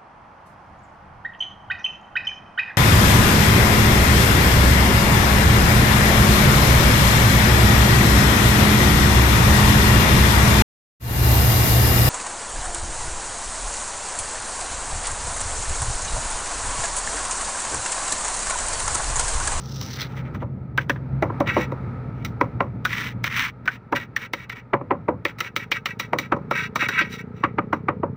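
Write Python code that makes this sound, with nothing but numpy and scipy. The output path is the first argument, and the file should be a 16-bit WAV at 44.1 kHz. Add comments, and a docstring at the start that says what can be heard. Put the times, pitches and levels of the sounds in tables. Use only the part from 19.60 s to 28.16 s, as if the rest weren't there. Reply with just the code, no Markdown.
"""Outdoors, at a paving mould, a steel trowel pats, chops and smooths wet gravel concrete close by.
Flat pats slap the mix and knock the mould: noise bursts drive the slap's pitch and the mould's resonances.
Edge chops, flicked stones and strokes grind grit against the ringing blade: random contacts drive its modes.
Far off, a machine hums on two sine waves, and a slow single-cylinder engine chugs and gathers speed:
one puff for each firing. Wet sand slides off the blade, and coloured noise makes the rumble and open air."""
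import sys
import numpy as np
from scipy import signal
from scipy.fft import rfft, irfft, next_fast_len
from scipy.io import wavfile
from scipy.ndimage import uniform_filter1d, map_coordinates

SR = 44100
rng = np.random.default_rng(int(sys.argv[2]) if len(sys.argv) > 2 else 0)


def wav_record(signal):
    """Record a signal, one row per channel, as 16-bit PCM in the file named by sys.argv[1]."""
    frames = np.transpose(np.atleast_2d(signal))
    bounded = np.clip(frames, -1, 1)
    # unit amplitude maps onto the largest positive 16-bit level
    quanta = np.round(bounded * 32767).astype(np.int16)
    wavfile.write(sys.argv[1], SR, quanta)


N = 377496  # length in samples

# outdoor background, before slight wavering: t/s, rumble level/dB, air level/dB
BACKGROUND_LEVELS = [(0, -38.5, -46), (.65, -30.5, -42), (1.1, -33.5, -52.5), (1.7, -31, -39),
                     (3.1, -32.5, -47), (3.6, -35, -48.5), (4.3, -47, -52), (6.2, -47.5, -50.5),
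                     (7.0, -39, -48), (8.56, -45.5, -52)]
# tone colour of the rumble, of the open air: f/Hz, level/dB
RUMBLE_COLOUR = [(20, -20), (50, -44.5), (66, -12.5), (80, -6.5), (118, 1.5), (160, -3.5), (250, -7.5),
                 (400, -21), (700, -27.5), (2000, -78.5)]
AIR_COLOUR = [(200, -0.5), (480, 12), (680, 1), (900, 9), (1100, -2), (1280, 12), (1500, -0.5),
              (2300, -4.5), (3000, -21), (4000, -21), (5900, -32.5), (7000, -38.5), (16000, -45)]
# hum of the distant machine, before slight wavering: t/s, level/dB
HUM_LEVELS = [(.4, -34), (1.15, -36), (1.45, -30), (3.7, -39), (4.3, -49)]
# the machine's hum before and after it takes up load, when it slows and how long that takes
HUM_HZ, LOADED_HZ, SLOWS_AT_S, SLOWING_S = 132, 120.3, 2.2, 0.242

# speed of the single-cylinder engine: t/s, firings a second/Hz
ENGINE_SPEED = [(4.2, 22.5), (5.7, 22.6), (6.1, 25.6), (6.9, 28.3), (7.6, 29.7), (8.3, 30.7), (8.56, 31)]
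# tone colour of its exhaust: f/Hz, level/dB
EXHAUST_COLOUR = [(30, -50), (65, -41), (95, 0), (125, -0.5), (170, 2), (250, -2), (330, -23), (430, -3.5),
                  (560, -30), (1500, -67), (5000, -55.5)]
# the engine draws near until ARRIVES_S, then grows louder with its speed (dB for each added firing a second)
IDLE_DB, DB_PER_FIRING_RATE, ARRIVES_S, APPROACH_DB_PER_S = -48.5, 1.6, 2.6, 10

# a load of mix slides off the blade: t/s, hiss level/dB, hiss centre f/Hz
SLIDING_MIX = [(0.0, -49.5, 5500), (0.154, -44, 5400), (0.16, -42, 5400), (0.204, -40.5, 5300),
               (0.214, -33, 5180), (0.244, -38, 5700), (0.382, -40.5, 4440), (0.416, -30, 4180),
               (0.48, -51, 4170)]

# strokes of the blade through the mix, before a trim for each layer:
# t/s, length/s, grinding level/dB, sand hiss level/dB
BLADE_STROKES = [(0.19, 0.26, -42.5, -59.5), (0.36, 0.11, -35.5, -52), (0.455, 0.14, -49.5, -54),
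                 (0.56, 0.049, -36, -49), (0.635, .055, -48, -67), (0.73, 0.039, -40.5, -52),
                 (0.79, .045, -42.5, -62), (1.853, 0.066, -19, -39.5), (1.9, 0.16, -27.5, -38),
                 (2.52, 0.16, -51, -66), (3.265, 0.26, -23.5, -35.5), (3.69, 0.21, -18, -30.5),
                 (4.346, 0.023, -17.5, -30), (4.94, 0.064, -35, -49.5), (6.912, 0.16, -23.5, -35),
                 (7.184, 0.08, -17, -29.5), (7.312, 0.12, -17.5, -36.5), (7.41, 0.082, -36, -49.5),
                 (7.485, 0.084, -37, -37), (7.573, 0.039, -32.5, -41), (7.73, 0.11, -50.5, -59.5)]
# pressure swells and eases in one arch over a stroke (higher is more pointed); crumbs settle after it
ARCH, SETTLE_S = 0.89, 0.0069
# the drag after a chop: wait, sand hiss relative to grinding
DRAG_WAIT_S, DRAG_HISS_DB = 0.011, -13

# resonances of the blade, of the filled mould: f/Hz, width/Hz, level/dB
BLADE_MODES = [(980, 40, -2), (1275, 24, 2), (1355, 40, 0), (1570, 55, 1), (1920, 45, 1), (2130, 70, -4),
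               (2272, 48, 3), (2615, 45, 3), (2845, 40, -2), (3390, 50, -3), (3830, 80, 1), (4200, 80, -1),
               (4600, 50, -4), (5240, 60, 0), (5730, 100, -1), (5930, 80, 2), (7360, 70, 1), (8280, 120, 1),
               (9200, 80, -1), (10900, 160, 0)]
MOULD_MODES = [(170, 8.3, -10.5), (235.6, 19.8, 2.5), (295, 25, -4.5), (347, 152, -1), (378.5, 17, -7),
               (497, 14, 2), (561.5, 24.3, 6), (962, 183, -4)]
# a flat blade is damped by the mix, one held on edge rings: t/s, ringing share/0-1
EDGE_SHARE = [(1.3, 0), (1.9, 0.6), (3.2, 0.21), (3.9, 0.06), (4.4, 0.37), (5.7, 0.42), (6.9, 0.73)]
# tone colour of grinding grit, fine sand, the blade's edge, the mix's dead thud: f/Hz, level/dB
GRIND_COLOUR = [(150, -25), (600, -31), (900, -8.5), (1400, -0.5), (2100, 4.5), (2800, -5), (3500, -10),
                (5000, -36.5), (9000, -48)]
SAND_COLOUR = [(1500, -22.5), (2800, -3.5), (3800, -1.5), (4600, -9), (6050, -4.5), (6600, -17),
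               (7500, -18), (9500, -22.5), (12000, -23.5), (16000, -10.5)]
EDGE_COLOUR = [(700, -32.5), (1300, 7), (1550, -9), (2000, 6), (2600, -4), (3200, -17.5), (4500, -33.5),
               (9000, -91)]
THUD_COLOUR = [(50, -30), (130, -10.5), (230, 0), (330, 1.5), (450, -6.5), (650, -13), (1100, -10.5),
               (3000, -67)]

# Blow levels are nominal: each layer also gets a fixed trim in blow(), which scales rise and t60 by layer too.
# the edge flicks a single stone: t/s, blow level/dB, slap f/Hz, grit level re blow/dB
FLICKED_STONES = [(0.211, -29.5, 1160, -15), (0.746, -24.5, 1290, -22.5), (1.357, -26, 1690, -42),
                  (1.872, -15.5, 2000, -20), (2.648, -24, 2170, -4), (4.056, -26.5, 1550, -15),
                  (5.785, -33.5, 2280, -3.5), (7.222, -11.5, 1470, -43), (7.409, -12, 2420, -26.5)]
# a stone: its dying away, the mould's knock re the blow, the steel's ring over the grit
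STONE_T60_S, STONE_KNOCK_DB, STONE_BLADE_DB = 0.065, -15, 3.5
# chops with the edge, each followed by a drag as the blade is drawn out: t/s, blow level/dB, slap f/Hz,
# mould knock level re blow/dB, grit level re blow/dB, drag level/dB, drag length/s
EDGE_CHOPS = [(1.176, -1, 1605, -26, -27.5, -36, 0.047), (1.295, -5, 1670, -14.5, -21.5, -57, 0.029),
              (3.25, -4.5, 1500, -40, -17, -32.5, 0.1), (3.64, -9.5, 2000, -26.5, -15, -18, 0.029),
              (4.076, -1.5, 1530, -39, -33, -35.5, 0.082), (4.324, -19, 1690, -6, -19.5, -32.5, 0.12),
              (4.563, -7.5, 1800, -48, -19, -29.5, 0.092), (4.734, -10.5, 1960, -17.5, -15, -35.5, 0.11),
              (4.895, -18, 2040, -27, -19.5, -31, .03), (5.651, -7, 2040, -15.5, -20, -32, 0.055),
              (5.804, -11, 2020, -24.5, -11, -29, 0.071), (5.962, -12, 2320, -17, -10, -31.5, 0.073),
              (6.115, -5.5, 2300, -25, -17.5, -25, 0.055), (6.257, -10, 2400, -24.5, -15, -30.5, .055),
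              (6.396, -11.5, 2200, -22, -12, -36, 0.053), (6.586, -21.5, 1240, -7, 0.5, -38, .07),
              (6.910, -8, 1280, -12, -23, -30, 0.063), (7.157, -6, 1230, -20, -19, -40, .04),
              (7.286, -9, 1550, -23.5, -15, -29, 0.043)]
# a chop: time to full contact, its dying away, the steel's ring over the grit that excites it
CHOP_RISE_S, CHOP_T60_S, BLADE_OVER_GRIT_DB = 0.0023, 0.045, 5
# at full contact the edge of a chop cracks against a stone: level re the blow
CRACK_DB = -18
# flat pats on the mix: t/s, blow level/dB, slap f/Hz, mould knock level re blow/dB,
# grit level re blow/dB, t60/s (time to die away by 60 dB)
FLAT_PATS = [(0.82, -26, 660, -2.5, -38, 0.055), (1.624, -3.5, 630, -13, -31.5, .04),
             (1.698, -21.5, 1020, -3, -51, .035), (1.802, -8, 616, -7, -27, 0.064),
             (1.965, -5, 553, -10.5, -39, 0.031), (2.119, -16, 573, -10, -32.5, 0.036),
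             (2.810, -1.5, 960, -15, -35, .026), (3.004, -3.5, 1054, -14, -42.5, 0.019),
             (4.323, -6, 960, -10, -38, 0.038), (5.133, -3, 960, -11.5, -46, 0.048),
             (5.209, -22, 600, -7.5, -64, 0.044), (5.306, -6.5, 794, -7.5, -55.5, .06),
             (5.483, -9, 550, -4.5, -44.5, .055), (6.531, -4, 1014, -14, -33.5, 0.02),
             (6.719, -4.5, 1220, -10.5, -38, .055), (6.763, -25, 510, -3, -30.5, 0.032),
             (7.836, -2, 1154, -17, -42.5, 0.048), (7.983, -5, 1225, -11, -50, 0.026),
             (8.128, -7, 1190, -9, -32.5, .032), (8.283, -4.5, 1170, -11.5, -46, 0.054),
             (8.431, -15.5, 470, -1, -59, 0.063)]
# a pat: time to full contact, the steel at full force, its dB re the blow lost for each dB softer
PAT_RISE_S, PAT_BLADE_DB, SOFT_DULLS = .0036, -12.5, 0.66
# the mould rocks on the ground after a pat: level re its knock, dying away
ROCK_DB, ROCK_T60_S = -17, 1
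LEAD = SR // 100  # samples of brushing contact before a blow bites

# microphone port: f/Hz, level/dB
PORT_COLOUR = [(13000, -1), (14200, -5), (14900, 4), (15500, 6), (15800, -14), (16300, -15)]
TOP_HZ = 16300  # band limit
# the loudest peaks round off before the port: ceiling in dB full scale
CEILING_DB = -3


def amp(db):
    """Turn decibels into gain."""
    return 10 ** (np.asarray(db) / 20)


def unit(x):
    """Bring x to rms 1."""
    return x / np.sqrt(np.mean(x ** 2) + 1e-20)


def punch(x):
    """Bring the loudest few milliseconds of x to rms 1."""
    return x / np.sqrt(uniform_filter1d(x * x, size=300).max())


def curves(rows):
    """Draw one value per sample for each column after the time."""
    s, *cols = np.transpose(rows)
    return [np.interp(np.arange(N) / SR, s, c) for c in cols]


def wobble(rate):
    """Draw a smooth random curve with this many knots a second."""
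    knots = rng.standard_normal(int(N * rate / SR) + 4)
    return map_coordinates(knots, [np.arange(N) * rate / SR])


def add(out, s, x):
    """Mix x into out from time s on."""
    part = out[round(s * SR):][:len(x)]
    part += x[:len(part)]


def filtered(x, response):
    """Multiply the spectrum of x by a response that depends on frequency."""
    m = 2 * next_fast_len(len(x) // 2 + 2048)
    return irfft(rfft(x, m) * response(np.fft.rfftfreq(m, 1 / SR)), m)[:len(x)]


def colour(points, hz):
    """Make a response without pre-echo that follows (Hz, dB) points on a log axis."""
    f, db = np.transpose(points)
    gain = amp(np.interp(np.log(hz + 1), np.log(f), db))
    cepstrum = irfft(np.log(gain))
    # folding the cepstrum forward in time puts all sound after the cause
    cepstrum[1:len(hz) - 1] *= 2
    cepstrum[len(hz):] = 0
    return np.exp(rfft(cepstrum))


def shaped(x, points):
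    """Colour x by a spectrum, at rms 1."""
    return unit(filtered(x, lambda hz: colour(points, hz)))


def ringing(modes, hz):
    """Add up resonances (Hz, width, dB) of alternating sign; a narrow one rings longer."""
    total = 0
    for k, (centre, width, db) in enumerate(modes):
        resonance = 1j * hz * width / (centre * centre - hz * hz + 1j * hz * width)
        total = total + (-1) ** k * amp(db) * resonance
    return total


def grit(size, per_second, spread_db, smooth):
    """Scatter tiny contacts of uneven strength over a share of smooth noise."""
    hits = rng.random(size) < per_second / SR
    strength = amp(spread_db * rng.uniform(-0.94, 1, size))
    contacts = hits * rng.standard_normal(size) * strength
    return unit(unit(contacts) + smooth * rng.standard_normal(size))


def on_blade(x, share):
    """Send a share of the contact force x into the resonances of the steel."""
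    share = np.clip(share, 0, 1)
    ring = unit(filtered(x, lambda hz: ringing(BLADE_MODES, hz)))
    return (1 - share) * unit(x) + share * ring


def edge_share(s):
    """Look up how freely the blade rings at time s."""
    return np.interp(s, *np.transpose(EDGE_SHARE))


def open_air():
    """Low rumble and open air are coloured noises whose levels waver."""
    rumble_db, air_db = curves(BACKGROUND_LEVELS)
    rumble = amp(rumble_db + 2.1 * wobble(25)) * shaped(rng.standard_normal(N), RUMBLE_COLOUR)
    air = amp(air_db + 1.2 * wobble(6.7)) * shaped(rng.standard_normal(N), AIR_COLOUR)
    return rumble + air


def machine_hum():
    """A far machine hums on a wavering tone and its half-speed tone, slows and recedes."""
    hum_hz, = curves([(SLOWS_AT_S, HUM_HZ), (SLOWS_AT_S + SLOWING_S, LOADED_HZ)])
    hum_db, = curves(HUM_LEVELS)
    phase = 2 * np.pi * np.cumsum(hum_hz + 1.12 * wobble(9)) / SR
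    tones = unit(np.sin(phase) + .33 * np.sin(phase / 2))
    return amp(hum_db + 2.4 * wobble(13)) * tones


def engine():
    """Each firing gives one exhaust puff, a little uneven and dulled by distance; faster is louder."""
    rate, = curves(ENGINE_SPEED)
    still_to_come = np.maximum(ARRIVES_S - np.arange(N) / SR, 0)
    db = IDLE_DB + DB_PER_FIRING_RATE * (rate - rate[0]) - APPROACH_DB_PER_S * still_to_come
    cycles = np.cumsum(rate) / SR
    firings = np.diff(np.floor(cycles), prepend=0) * amp(1.3 * wobble(30))
    gas = amp(-45 * (cycles % 1)) * rng.standard_normal(N)  # noise that fades after each firing
    puffs = filtered(unit(firings) + .3 * unit(gas), lambda hz: 1 / (1 + (hz / 1500) ** 4))
    return amp(db) * shaped(puffs, EXHAUST_COLOUR)


def slide():
    """Wet sand hisses off the tilted blade, lower overall in pitch as more of the steel is bared."""
    s, db, centre_hz = np.transpose(SLIDING_MIX)
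    unevenness = amp(1.6 * wobble(90) + 1.2 * wobble(300))
    grains = unevenness * grit(N, per_second=1500, spread_db=5, smooth=.6)
    # boost a band around the moving centre
    hz, t, z = signal.stft(shaped(grains, SAND_COLOUR), SR, nperseg=256)
    octaves = np.log2((hz[:, None] + 1) / np.interp(t, s, centre_hz))
    boost = amp(10.3 * np.exp(-(octaves / 0.43) ** 2))
    hiss = signal.istft(z * boost, SR, nperseg=256)[1][:N]
    hiss = hiss / np.std(hiss[:int(s[-1] * SR)])
    hiss = hiss + amp(-17) * shaped(grains, GRIND_COLOUR)
    return hiss * amp(np.interp(np.arange(N) / SR, s, db + 0.16, right=-120))


def scrape(gain, force, share, spectrum):
    """A rough force at the given rms gain drives the blade, whose resonances drift as it flexes."""
    flex = np.arange(N) + .0002 * SR * wobble(20)
    steel = map_coordinates(on_blade(gain * force, share), [flex])
    return np.sqrt(np.mean(gain ** 2)) * shaped(steel, spectrum)


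def strokes():
    """In strokes and drags, gravel catches and slips along the ringing blade; fine sand hisses above."""
    gains = np.zeros((2, N))
    drags = [(s + DRAG_WAIT_S, length, db, db + DRAG_HISS_DB) for s, *_, db, length in EDGE_CHOPS]
    for s, length, grind_db, hiss_db in list(BLADE_STROKES) + drags:
        pressure = np.abs(np.sin(np.linspace(0, np.pi, int(length * SR)))) ** ARCH
        add(gains[0], s, amp(grind_db) * pressure)
        add(gains[1], s, amp(hiss_db) * pressure)
    keep = np.exp(-1 / (SETTLE_S * SR))
    grind_gain, hiss_gain = signal.lfilter([1 - keep], [1, -keep], gains + 1e-9)
    free, = curves(EDGE_SHARE)
    catching = amp(1.7 * wobble(70) + 1.5 * wobble(260))
    pebbles = .5 * grit(N, per_second=300, spread_db=4, smooth=0)
    gravel = catching * (pebbles + grit(N, per_second=2000, spread_db=5.5, smooth=1.0))
    sand = catching * (pebbles + grit(N, per_second=3300, spread_db=1.5, smooth=1.0))
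    grinding = amp(-1.8) * scrape(grind_gain, gravel, free, GRIND_COLOUR)
    hiss = amp(-3.0) * scrape(hiss_gain, sand, free * .6, SAND_COLOUR)
    return grinding + hiss


def burst(t, rise, t60, tail_db, tail_t60, touch_db):
    """The blade brushes the top stones, bites at t = 0, stops, and the mix settles in a weak tail."""
    late = np.maximum(t - rise, 0)
    touch = amp(touch_db) * np.clip(1 + t / 0.0065, 0, 1)
    attack = np.clip(t / rise, touch, 1)
    decay = amp(-60 * late / t60) + amp(tail_db - 60 * late / tail_t60)
    return attack * decay * grit(len(t), per_second=6000, spread_db=8.0, smooth=0.26)


def blow(slap_hz, knock_db, blade_db, grit_db, rise, t60, free):
    """One blow squeezes wet mix, knocks the mould, rings the blade and crushes sand."""
    t = np.arange(-LEAD, SR // 5) / SR
    cushion_db = np.interp(slap_hz, [1200, 1500], [-18, -40])  # only low, flat pats land softly
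    # the pocket of slurry under the blade sets the pitch of the slap
    pocket = [(slap_hz / 5, -27), (slap_hz / 1.28, -8), (slap_hz, -1), (slap_hz * 2.13, -20), (slap_hz * 5, -72)]
    squeeze = burst(t, rise * 0.68, t60 * 1.32, tail_db=-30.0, tail_t60=0.14, touch_db=cushion_db)
    slap = shaped(squeeze, pocket)
    ping = np.interp(slap_hz, [1200, 1600, 2100], [.3, .9, .3])  # a small closed pocket rings best
    slap = slap + ping * unit(filtered(slap, lambda hz: ringing([(slap_hz, slap_hz * 0.1, 0)], hz)))
    # the packed mix gives a dead thud, the mould's walls ring briefly after it
    push = burst(t, rise * 1.35, t60 * .5, tail_db=-11, tail_t60=0.17, touch_db=cushion_db)
    walls = filtered(push, lambda hz: ringing(MOULD_MODES, hz) / (1 + (hz / 1500) ** 4))
    knock = shaped(push, THUD_COLOUR) + 0.86 * unit(walls)
    strike = burst(t, rise * .5, t60 * 0.81, tail_db=-23.5, tail_t60=0.23, touch_db=-32.5)
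    edge = shaped(on_blade(strike, free * 0.26), EDGE_COLOUR)
    crush = burst(t, rise * 0.19, t60 * 0.67, tail_db=-13.5, tail_t60=0.16, touch_db=-19)
    sand = shaped(on_blade(crush, free * .5), SAND_COLOUR)
    wet = amp(-11.5) * punch(slap) + amp(knock_db + 1.0) * punch(knock)
    return wet + amp(blade_db - 3.5) * punch(edge) + amp(grit_db - 3.5) * punch(sand)


def stones():
    """A flicked stone rings the steel in proportion to the grit it crushes."""
    out = np.zeros(N + LEAD)
    for s, db, hz, grit_db in FLICKED_STONES:
        blade_db = grit_db + STONE_BLADE_DB
        hit = blow(hz, STONE_KNOCK_DB, blade_db, grit_db, CHOP_RISE_S, STONE_T60_S, edge_share(s))
        add(out, s, amp(db) * hit)
    return out[LEAD:]


def chops():
    """An edge chop rings the steel as it crushes grit, then cracks against a stone at full contact."""
    out = np.zeros(N + LEAD)
    for s, db, hz, knock_db, grit_db, _, _ in EDGE_CHOPS:
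        free = edge_share(s)
        blade_db = grit_db + BLADE_OVER_GRIT_DB
        add(out, s, amp(db) * blow(hz, knock_db, blade_db, grit_db, CHOP_RISE_S, CHOP_T60_S, free))
        crack = shaped(on_blade(signal.unit_impulse(SR // 2), free * .7), GRIND_COLOUR)
        add(out, s + LEAD / SR + CHOP_RISE_S, amp(db + CRACK_DB) * punch(crack))
    return out[LEAD:]


def pats():
    """A flat pat thuds, then the mould rocks on the ground as a low rumble cut off after half a second."""
    out, t = np.zeros(N + LEAD), np.arange(SR // 2) / SR
    for s, db, hz, knock_db, grit_db, t60 in FLAT_PATS:
        blade_db = PAT_BLADE_DB + SOFT_DULLS * db
        add(out, s, amp(db) * blow(hz, knock_db, blade_db, grit_db, PAT_RISE_S, t60, edge_share(s)))
        rocking = shaped(rng.standard_normal(len(t)), RUMBLE_COLOUR) * amp(-60 * t / ROCK_T60_S)
        add(out, s + LEAD / SR, amp(db + knock_db + ROCK_DB) * rocking)
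    return out[LEAD:]


def scene():
    """Everything reaches one microphone, alike in both channels."""
    background = open_air() + machine_hum() + engine()
    trowel = slide() + strokes() + stones() + chops() + pats()
    mono = background + trowel
    return np.array([mono, mono])


def record(dry):
    """Peaks are gently rounded; the microphone port resonates in the top treble, under the band limit."""
    rounded = dry / (1 + (dry / amp(CEILING_DB)) ** 4) ** (1 / 4)
    return np.array([filtered(x, lambda hz: colour(PORT_COLOUR, hz) * (hz < TOP_HZ)) for x in rounded])


dry = scene()
out = record(dry)
wav_record(out)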